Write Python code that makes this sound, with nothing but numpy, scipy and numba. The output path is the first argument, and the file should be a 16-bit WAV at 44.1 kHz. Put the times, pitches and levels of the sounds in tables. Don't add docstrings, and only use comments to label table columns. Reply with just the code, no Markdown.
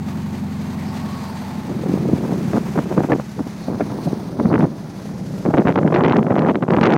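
import sys
import numpy as np
from scipy import signal
from scipy.fft import rfft, irfft, next_fast_len
from scipy.io import wavfile
from scipy.ndimage import uniform_filter1d, minimum_filter1d
from numba import njit

SR = 44100
rng = np.random.default_rng(int(sys.argv[2]) if len(sys.argv) > 2 else 0)


def pcm_store(signal):
    levels = np.round(np.clip(np.atleast_2d(signal), -1, 1) * 32767)
    wavfile.write(sys.argv[1], SR, levels.astype(np.int16).T)


N = 307377
TIME = np.arange(N) / SR

# (time [s], four-stroke cycle rate [Hz])
ENGINE_SPEED = [(0, 11.38), (.35, 11.38), (.75, 11.2), (1.05, 11.35), (1.5, 10.87), (2, 10.25), (2.5, 9.8),
                (3.1, 9.48), (3.8, 9.0), (4.8, 8.4), (5.4, 8.25), (6.97, 8.2)]


def engine_rotation():
    cycle_hz, = in_time(ENGINE_SPEED)
    unsteady_hz = cycle_hz * (1 + 0.002 * drift(11.3))
    return cycle_hz, 2 * np.pi * np.cumsum(unsteady_hz) / SR


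# (time [s], level [dB])
HUM_LEVEL = [(0, -25), (.5, -24.5), (1.05, -25.5), (1.35, -28.5), (1.8, -28.5), (2.7, -27), (3.3, -32.5),
             (4.2, -30.5), (4.85, -32.5), (5.3, -27.5), (6.97, -51.5)]
# (multiple of the cycle rate, relative level [dB])
FIRING_ORDERS = [(6, -14.5), (8, 1.5), (10, -8), (12, -5.5), (14, -1), (15, -13.5), (16, -5), (17, -19.5),
                 (18, 1.5), (19, -1.5), (20, -1), (21, -17.5), (22, 3), (23, -1.5), (24, 1.5), (26, -3.5)]
# (frequency [Hz], gain [dB])
PIPE_BOOM = [(40, -59), (65, -18.5), (90, -10), (130, -5), (170, -3.5), (200, -3), (245, -9.5),
             (290, -26.5), (400, -26)]
# (frequency [Hz], relative density [dB per Hz])
RUMBLE_COLOUR = [(30, -40), (52, -29), (75, -29), (130, 8.5), (210, 11), (280, -2), (350, 3.5), (430, -6.5),
                 (540, -18), (1000, -50)]
# (time [s], level relative to the hum [dB])
EXHAUST_ROUGHNESS = [(0, -8.5), (1.0, -7), (1.35, -8.5), (2.0, 5), (3.3, -5.5), (4.8, -3), (5.2, -6),
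                     (6.97, -11)]
CYLINDERS, STROKE_S = 4, .018
STRONG_STROKE = .33
PIPE_LAG_S_PER_HZ = .000224


def exhaust(cycle_hz, turn, unsteady=0.086, firing_db=-9, evenness=0.59):
    hum = np.zeros(N)
    for order, db in FIRING_ORDERS:
        order = round(order)
        hz = order * cycle_hz
        gain = from_db(db + at_hz(PIPE_BOOM, hz)) * (1 + unsteady * drift(3.9))
        lag = np.pi * PIPE_LAG_S_PER_HZ * hz ** 2
        hum += gain * np.cos(order * (turn - 2 * np.pi * STRONG_STROKE) - lag)
    stroke_power = smooth(hum ** 2, STROKE_S) + 1e-12
    hum /= stroke_power ** (evenness / 2)
    puffs = 1 + from_db(firing_db) * np.cos(CYLINDERS * turn)
    roughness_db, = in_time(EXHAUST_ROUGHNESS)
    rough = from_db(roughness_db) * puffs * noise(RUMBLE_COLOUR)
    level_db, = in_time(HUM_LEVEL)
    return from_db(level_db) * (rms_one(hum) + rough)


def wind(port_hz=92):
    pressure = buffeting() + thumps() + slaps() + crackle() + whistle()
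    return signal.sosfilt(signal.butter(4, port_hz, "high", fs=SR, output="sos"), pressure)


# (time [s], force [dB])
BREEZE_FORCE = [(1.6, -41), (1.7, -26.5), (2.3, -21), (2.7, -31), (3.0, -19), (3.25, -48), (3.9, -23.5),
                (4.28, -28), (4.55, -11.5), (4.8, -34), (5.35, -28), (5.9, -15), (6.2, -14.5),
                (6.97, -26.5)]
# (start [s], length [s], force [dB])
GUST_FORCES = [(1.69, 0.036, -17.5), (1.856, 0.12, -20.5), (2.045, 0.12, -22), (2.232, 0.022, -19),
               (2.29, 0.055, -16.5), (2.532, 0.052, -9.5), (2.749, 0.021, -10.5), (2.774, 0.024, -4.5),
               (2.907, 0.022, -13.5), (2.974, 0.047, -12.5), (3.036, 0.014, -9), (3.087, 0.026, -6.5),
               (3.118, 0.024, -3.5), (3.147, 0.015, -12), (3.183, 0.022, -15), (3.365, 0.053, -19),
               (3.678, 0.09, -19), (3.798, 0.027, -9.5), (3.9, 0.062, -24), (4.391, 0.018, -10.5),
               (4.454, 0.021, -14.5), (4.515, 0.048, -4), (4.593, 0.063, -8), (5.448, 0.053, -12.5),
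               (5.493, 0.021, -9.5), (5.531, 0.034, -7.5), (5.57, 0.052, -5), (5.652, .013, -6),
               (5.665, 0.04, -2.5), (5.707, 0.015, -11.5), (5.757, 0.041, -4.5), (5.792, 0.047, -12),
               (5.858, 0.01, -7), (5.873, 0.016, -3.5), (5.918, 0.016, -6), (5.938, 0.049, 2),
               (5.987, 0.044, -5), (6.035, 0.033, 4), (6.076, 0.042, -2), (6.128, 0.031, -4),
               (6.159, 0.035, -3.5), (6.193, 0.031, -17), (6.256, 0.021, -10), (6.299, 0.03, -3.5),
               (6.339, 0.051, -10.5), (6.375, 0.041, -5.5), (6.402, 0.061, -7.5), (6.466, 0.052, -2),
               (6.546, 0.033, -14), (6.622, 0.018, -4), (6.681, 0.011, -10), (6.699, 0.058, -5),
               (6.76, 0.059, -4.5), (6.815, 0.016, -2.5), (6.831, 0.044, 11), (6.88, .04, 0.5),
               (6.917, 0.049, -1)]


def air_force(edge_s=0.0017):
    breeze = from_db(in_time(BREEZE_FORCE)[0])
    gusts = np.zeros(N)
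    for start, length, db in GUST_FORCES:
        blowing = (TIME >= start) & (TIME < start + length)
        gusts[blowing] = from_db(db)
    return 20 * np.log10(np.hypot(breeze, smooth(gusts, edge_s)) + 1e-9)


# (frequency [Hz], relative density [dB per Hz])
EDDY_COLOUR = [(30, -55), (55, -26), (100, -5), (160, -4.5), (250, 0.5), (500, -8), (1000, -12.5),
               (2000, -19), (4000, -48), (8000, -34), (16000, -70)]
# (frequency [Hz], relative density [dB per Hz])
SLIPSTREAM_COLOUR = [(30, -65), (65, -45), (100, -14.5), (150, 4.5), (250, 2), (350, 2), (500, -1.5),
                     (1000, -6), (2000, -11.5), (4000, -21.5), (8000, -45), (16000, -61)]
# (time [s], power share [0-1])
SLIPSTREAM_SHARE = [(0, 0.25), (2.3, 0.07), (2.9, 0.94), (3.5, 0.6), (4.0, 0.34), (4.7, 0.14), (5.4, 0.89),
                    (6.97, 0.93)]
FULL_GUST_DB = -10.5
SOFT_GUST_DB, SOFT_EDDY_HZ, DB_PER_OCTAVE = -16.5, 756, 12


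def buffeting(lumpy_db=2.5, snap_db=2.0, damping=2.055):
    force_db, swirl = air_force(), swirls()
    exposed, = in_time(SLIPSTREAM_SHARE)
    pressure = np.sqrt(1 - exposed) * noise(EDDY_COLOUR) + np.sqrt(exposed) * noise(SLIPSTREAM_COLOUR)
    lumpy = evened(pressure * from_db(lumpy_db * swirl))
    strength = from_db(force_db) / np.hypot(1, from_db(force_db - FULL_GUST_DB))
    octaves = np.maximum(force_db - SOFT_GUST_DB, 0) / DB_PER_OCTAVE
    eddy_hz = SOFT_EDDY_HZ * 2 ** octaves
    corner_hz = np.clip(eddy_hz * from_db(snap_db * swirl), 100, 12000)
    return moving_lowpass(strength * lumpy, np.tan(np.pi * corner_hz / SR), damping)


def swirls(per_s=220, life_s=0.0021, gust_s=0.035):
    arrivals = (rng.random(N) < per_s / SR) * 1.
    kicks = smooth(fade(arrivals, life_s), .0004)
    return np.clip(rms_one(kicks - smooth(kicks, gust_s)), -2, 2.6)


# (centre time [s], level [dB], bell half-width [s], frequency [Hz])
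THUMP_EVENTS = [(1.838, -18, 0.0035, 480), (1.896, -12.5, 0.0024, 260), (1.94, -9.5, 0.0021, 271.4),
                (2.059, -14, 0.0037, 238), (2.089, -8, 0.0018, 420), (2.098, -7.5, 0.0032, 270),
                (2.135, -5, 0.0053, 230), (2.241, -15, 0.0022, 400), (2.329, -17, 0.0031, 330),
                (2.558, -11, 0.0041, 252), (2.981, -3.5, 0.0077, 165.7), (3.125, 1, 0.0039, 340),
                (3.396, -17, 0.0041, 318), (3.41, -18, 0.0036, 240), (3.469, -17.5, 0.0041, 260),
                (3.685, -10.5, 0.0031, 220), (4.071, -11, 0.012, 165), (4.132, -8, 0.0018, 279.8),
                (4.413, -12.5, 0.0099, 175), (4.457, -5, 0.0057, 210), (4.612, -5, 0.0042, 157.2),
                (4.64, -8.5, 0.012, 170), (5.486, -13, 0.0037, 290), (5.546, -9, 0.0029, 280),
                (5.59, -0.5, 0.01, 310), (5.655, -8, 0.0028, 400), (5.852, -2, 0.0063, 184),
                (5.958, -7, 0.0046, 300), (6.183, -8, 0.0065, 190), (6.21, -14, 0.013, 210.7),
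                (6.312, -7.5, 0.0022, 280), (6.721, -6.5, 0.0035, 230), (6.773, -12, 0.0027, 220)]
# (frequency [Hz], relative density [dB per Hz])
RAGGED_COLOUR = [(30, -43), (100, 3.5), (200, 9.5), (350, 4.5), (700, -6), (1500, -30), (6000, -100)]


def thumps(ragged_db=-4.5):
    ragged = from_db(ragged_db) * evened(noise(RAGGED_COLOUR))
    out = np.zeros(N)
    for s, db, length, hz in THUMP_EVENTS:
        push = np.sin(2 * np.pi * hz * TIME + rng.uniform(0, 2 * np.pi))
        out += from_db(db) * swell(s, length) * (push + ragged)
    return out


# (start [s], level before step and crack gains [dB], crack top [Hz], crack decay [s])
SLAP_EVENTS = [(2.237, -17, 1000, .003), (2.7821, -20, 2200, 0.0025), (2.789, -14, 2340, .003),
               (2.925, -20.5, 1890, 0.0018), (2.978, -13.5, 1900, 0.0048), (3.036, -16, 2240, .004),
               (3.1197, -16.5, 4200, 0.003), (3.198, -16.5, 1900, 0.0038), (3.392, -21.5, 1710, 0.0027),
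               (3.809, -14, 2100, 0.0071), (4.132, -21, 1100, .002), (4.4, -21, 2000, 0.0038),
               (4.456, -14.5, 2260, 0.0026), (4.513, -23, 1900, .0012), (4.5295, -19, 3260, 0.0018),
               (4.541, -13, 2770, 0.0025), (4.5537, -26, 2900, .001), (4.56, -28, 2980, .002),
               (4.58, -19, 2480, 0.00062), (4.607, -21, 3150, 0.015), (4.64, -25, 3000, 0.0025),
               (5.4607, -15.5, 1890, 0.0012), (5.539, -3, 2070, 0.0017), (5.577, -15, 2880, 0.0025),
               (5.583, -14, 3400, 0.0024), (5.599, -25, 2700, .002), (5.672, -4, 2870, 0.0026),
               (5.6823, -15, 3600, 0.0027), (5.69, -22, 2700, 0.0024), (5.711, -25, 3900, .003),
               (5.724, -25, 3970, 0.00081), (5.7581, -18.5, 4330, 0.0027), (5.788, -25, 4170, 0.0011),
               (5.8768, -18, 3350, 0.003), (5.924, -13, 2000, .002), (5.943, -19, 5040, 0.0025),
               (5.9487, -17.5, 4800, 0.0034), (5.968, -24, 4400, .002), (6.009, -29, 3900, .001),
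               (6.0375, -20, 5200, 0.0015), (6.0494, -14, 4700, 0.00089), (6.061, -23, 4400, 0.0043),
               (6.0822, -19, 5000, 0.00097), (6.097, -19, 4400, 0.0022), (6.123, -15.5, 4420, 0.002),
               (6.168, -21, 6100, 0.0014), (6.2293, -23.5, 3700, 0.00038), (6.306, -19, 2750, .002),
               (6.3557, -23, 3900, 0.00091), (6.3836, -17, 4170, 0.0017), (6.392, -20, 4900, 0.0015),
               (6.4203, -20, 3400, .002), (6.4666, -26, 4000, .001), (6.497, -21, 4000, 0.0012),
               (6.546, -21, 2540, 0.00087), (6.556, -15, 3630, 0.0017), (6.625, -21, 3360, 0.0015),
               (6.7059, -18, 4100, 0.0015), (6.736, -15.5, 3370, 0.0033), (6.766, -18.5, 4070, 0.002),
               (6.812, -17, 5500, 0.0011), (6.8356, -15, 5770, 0.003), (6.852, -24, 4800, 0.0013),
               (6.8575, -18, 6200, .0012), (6.865, -18, 6100, 0.002), (6.904, -20.5, 5360, .002),
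               (6.9231, -14.5, 5200, 0.002), (6.9373, -16, 5560, 0.0028)]


def slaps(step_db=15.5, crack_db=-7.5, leak_s=0.00021, crack_span=4.3, step_share=0.63):
    age = TIME[:SR // 20]
    out = np.zeros(N + len(age))
    for s, db, top_hz, decay_s in SLAP_EVENTS:
        band = signal.butter(4, [top_hz / crack_span, top_hz], "band", fs=SR, output="sos")
        crack = signal.sosfilt(band, np.exp(-age / decay_s) * rng.standard_normal(len(age)))
        crack *= from_db(crack_db) / np.abs(crack).max()
        soften = signal.butter(5, step_share * top_hz, fs=SR, output="sos")
        step = signal.sosfilt(soften, np.exp(-age / leak_s))
        step *= from_db(step_db) * rng.choice([-1, 1])
        start = int(s * SR)
        out[start:start + len(age)] += from_db(db) * (crack + step)
    return out[:N]


def crackle(per_s=110, low_hz=700, top_hz=2400):
    force = np.minimum(from_db(air_force()), 1)
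    breaks = rng.random(N) < per_s * force / SR
    impulses = breaks * force ** 2 * rng.choice([-1, 1], N)
    ticks = signal.sosfilt(signal.butter(1, low_hz, "high", fs=SR, output="sos"), impulses + 1e-18)
    return signal.sosfilt(signal.butter(4, top_hz, fs=SR, output="sos"), ticks)


# (centre time [s], bell half-width [s], level [dB], frequency [Hz])
EDGE_TONE = (3.1225, .004, -15.5, 1730)


def whistle():
    s, length, db, hz = EDGE_TONE
    return from_db(db) * swell(s, length) * np.sin(2 * np.pi * hz * TIME)


# (time [s], tyre roar level [dB], mechanical rustle level [dB], fine hiss level [dB])
ROAD_LEVELS = [(0.0, -43, -47, -46), (0.54, -42, -45.5, -45.5), (1.14, -40.5, -44.5, -43.5),
               (1.73, -42, -46.5, -47.5), (2.71, -41, -46, -41.5), (2.96, -43.5, -48.5, -47),
               (3.32, -50.5, -51, -45.5), (3.92, -43, -47.5, -48.5), (4.89, -51.5, -53, -50),
               (5.4, -56, -52, -45)]
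# (time [s], gain [dB])
WIND_DUCKING = [(0, -0.5), (5.45, 2.5), (5.75, -3), (6.2, -7), (6.97, -5.5)]
# (frequency [Hz], relative density [dB per Hz])
TYRE_COLOUR = [(250, -10), (500, -3.5), (720, -0.5), (900, 1), (1120, -3.5), (1400, -7.5), (2000, -15.5),
               (2500, -13), (3200, -35), (6000, -28.5)]
RUSTLE_COLOUR = [(1200, 7), (2000, 10.5), (3200, 1.5), (4500, 0), (5400, -5), (6300, 1), (7500, -10),
                 (10000, -39)]
HISS_COLOUR = [(5000, 5), (8000, 1.5), (10000, -1.5), (11200, -6.5), (13000, -2.5), (16000, -13)]


def running_noise(turn, throb_db=0.62, tyres_db=1.0, rustle_db=2.0, hiss_db=-5.5, patchy_db=1.5):
    tyres, rustle, hiss = in_time(ROAD_LEVELS)
    strokes = sum(np.cos(k * turn + rng.uniform(0, 2 * np.pi)) for k in (2, 3, 4, 6))
    throb = throb_db * strokes + patchy_db * drift(14.0)
    tyre_swell = patchy_db * drift(16.0) + .5 * throb
    out = from_db(tyres + tyres_db + tyre_swell) * noise(TYRE_COLOUR)
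    out += from_db(rustle + rustle_db + throb) * noise(RUSTLE_COLOUR)
    out += from_db(hiss + hiss_db + throb) * noise(HISS_COLOUR)
    return out * from_db(in_time(WIND_DUCKING)[0])


# (time [s], delay [s], strength [0-1])
BODY_REFLECTION = [(0, 0.00025, 0.15), (1.1, 0.00023, 0.2), (2.0, 0.00022, 0.14), (2.9, 0.00015, 0.02),
                   (3.7, .0002, 0.29), (4.3, 0.00021, 0.5), (5.3, 0.00018, 0.22), (6.97, 0.00016, 0.07)]


def off_bodywork(x):
    delay_s, strength = in_time(BODY_REFLECTION)
    reflected = np.interp(TIME - delay_s, TIME, x)
    return (x + strength * reflected) / np.sqrt(1 + strength ** 2)


# (multiple of the cycle rate, relative level [dB])
GEAR_TONES = [(50, -22.5), (68, 5), (80, 5), (98, 2), (166, -4), (360, -25), (401, -14)]
# (time [s], level [dB])
WHIRR_LEVEL = [(0, -46), (.8, -49), (.95, -39.5), (1.15, -56), (1.5, -43), (1.8, -60), (3.0, -50.5),
               (5.4, -47.5)]


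def whirr(turn, flutter_hz=24):
    tones = np.zeros(N)
    for k, db in GEAR_TONES:
        in_phase = drift(flutter_hz) * np.cos(k * turn)
        quadrature = drift(flutter_hz) * np.sin(k * turn)
        tones += from_db(db) * (in_phase + quadrature)
    return from_db(in_time(WHIRR_LEVEL)[0]) * rms_one(tones)


# (centre time [s], bell half-width [s], multiple of the cycle rate, level [dB])
GEAR_WHINES = [(.95, .035, 78, -41), (1.14, .17, 98.4, -38), (1.45, .26, 80.5, -39)]


def whines(turn, waver_rad=1.25, waver_hz=22):
    out = np.zeros(N)
    for s, length, k, db in GEAR_WHINES:
        tone = np.sin(k * turn + waver_rad * drift(waver_hz))
        out += from_db(db) * swell(s, length) * tone
    return out


# (centre time [s], bell half-width [s], level [dB], centre frequency [Hz])
AIR_SWISHES = [(.81, .045, -46, 2000), (.89, .04, -49, 5000), (1.25, .25, -52, 4500),
               (3.65, .07, -52, 4300), (4.045, .03, -51, 4400), (4.497, .014, -49, 4400)]


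def swishes(span=1.09):
    out = np.zeros(N)
    for s, length, db, hz in AIR_SWISHES:
        band = signal.butter(2, [hz / span, hz * span], "band", fs=SR, output="sos")
        hiss = rms_one(signal.sosfilt(band, rng.standard_normal(N)))
        out += from_db(db) * swell(s, length) * hiss
    return out


# (centre time [s], bell half-width [s], level [dB])
LIGHT_BRUSHES = [(1.672, .004, -47), (4.05, 0.019, -43.5), (4.592, 0.0021, -42)]


def brushes():
    envelope = sum(from_db(db) * swell(s, length) for s, length, db in LIGHT_BRUSHES)
    return envelope * noise(HISS_COLOUR)


def from_db(db):
    return 10 ** (np.asarray(db) / 20)


def rms_one(x):
    return x / np.sqrt(np.mean(x ** 2) + 1e-20)


def in_time(rows):
    s, *columns = np.transpose(rows)
    return [np.interp(TIME, s, c) for c in columns]


def at_hz(points, hz):
    f, db = np.transpose(points)
    return np.interp(np.log(np.maximum(hz, 1)), np.log(f), db)


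def noise(spectrum):
    size = next_fast_len(N)
    hz = np.arange(size // 2 + 1) * SR / size
    white = rfft(rng.standard_normal(size))
    return rms_one(irfft(white * from_db(at_hz(spectrum, hz)), size)[:N])


def drift(rate):
    hop = 40
    r = np.exp(-2 * np.pi * hop * rate / SR)
    slow = signal.lfilter([1], [1, -2 * r, r * r], rng.standard_normal(N // hop + 2002))
    slow = slow[2000:]
    return np.interp(np.arange(N) / hop, np.arange(len(slow)), rms_one(slow))


def smooth(x, seconds):
    width = max(int(seconds * SR), 1)
    return np.maximum(uniform_filter1d(uniform_filter1d(x, width), width), 0)


def fade(x, seconds):
    return signal.lfilter([1], [1, -np.exp(-1 / (seconds * SR))], x + 1e-18)


def evened(x, seconds=0.026):
    return x / np.sqrt(smooth(x ** 2, seconds) + 1e-9)


def swell(s, length):
    return np.exp(-((TIME - s) / length) ** 2)


@njit
def moving_lowpass(x, step, damping):
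    out, low, band = np.empty(len(x)), np.zeros(2), np.zeros(2)
    for i in range(len(x)):
        v, g = x[i], step[i]
        for k in range(2):
            slope = (band[k] + g * (v - low[k])) / (1 + g * (g + damping))
            v = low[k] + g * slope
            band[k], low[k] = 2 * slope - band[k], 2 * v - low[k]
        out[i] = v
    return out


def scene():
    cycle_hz, turn = engine_rotation()
    engine = exhaust(cycle_hz, turn) + whirr(turn) + whines(turn)
    road = off_bodywork(running_noise(turn))
    return (engine + wind() + road + swishes() + brushes())[None]


def record(dry, ceiling=.7, cutoff_hz=15800):
    needed = ceiling / np.maximum(np.abs(dry[0]), ceiling)
    gain = smooth(minimum_filter1d(needed, size=177), .002)
    top_cut = signal.ellip(12, .1, 80, cutoff_hz, fs=SR, output="sos")
    return signal.sosfilt(top_cut, dry * gain)


dry = scene()
out = record(dry)
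pcm_store(out)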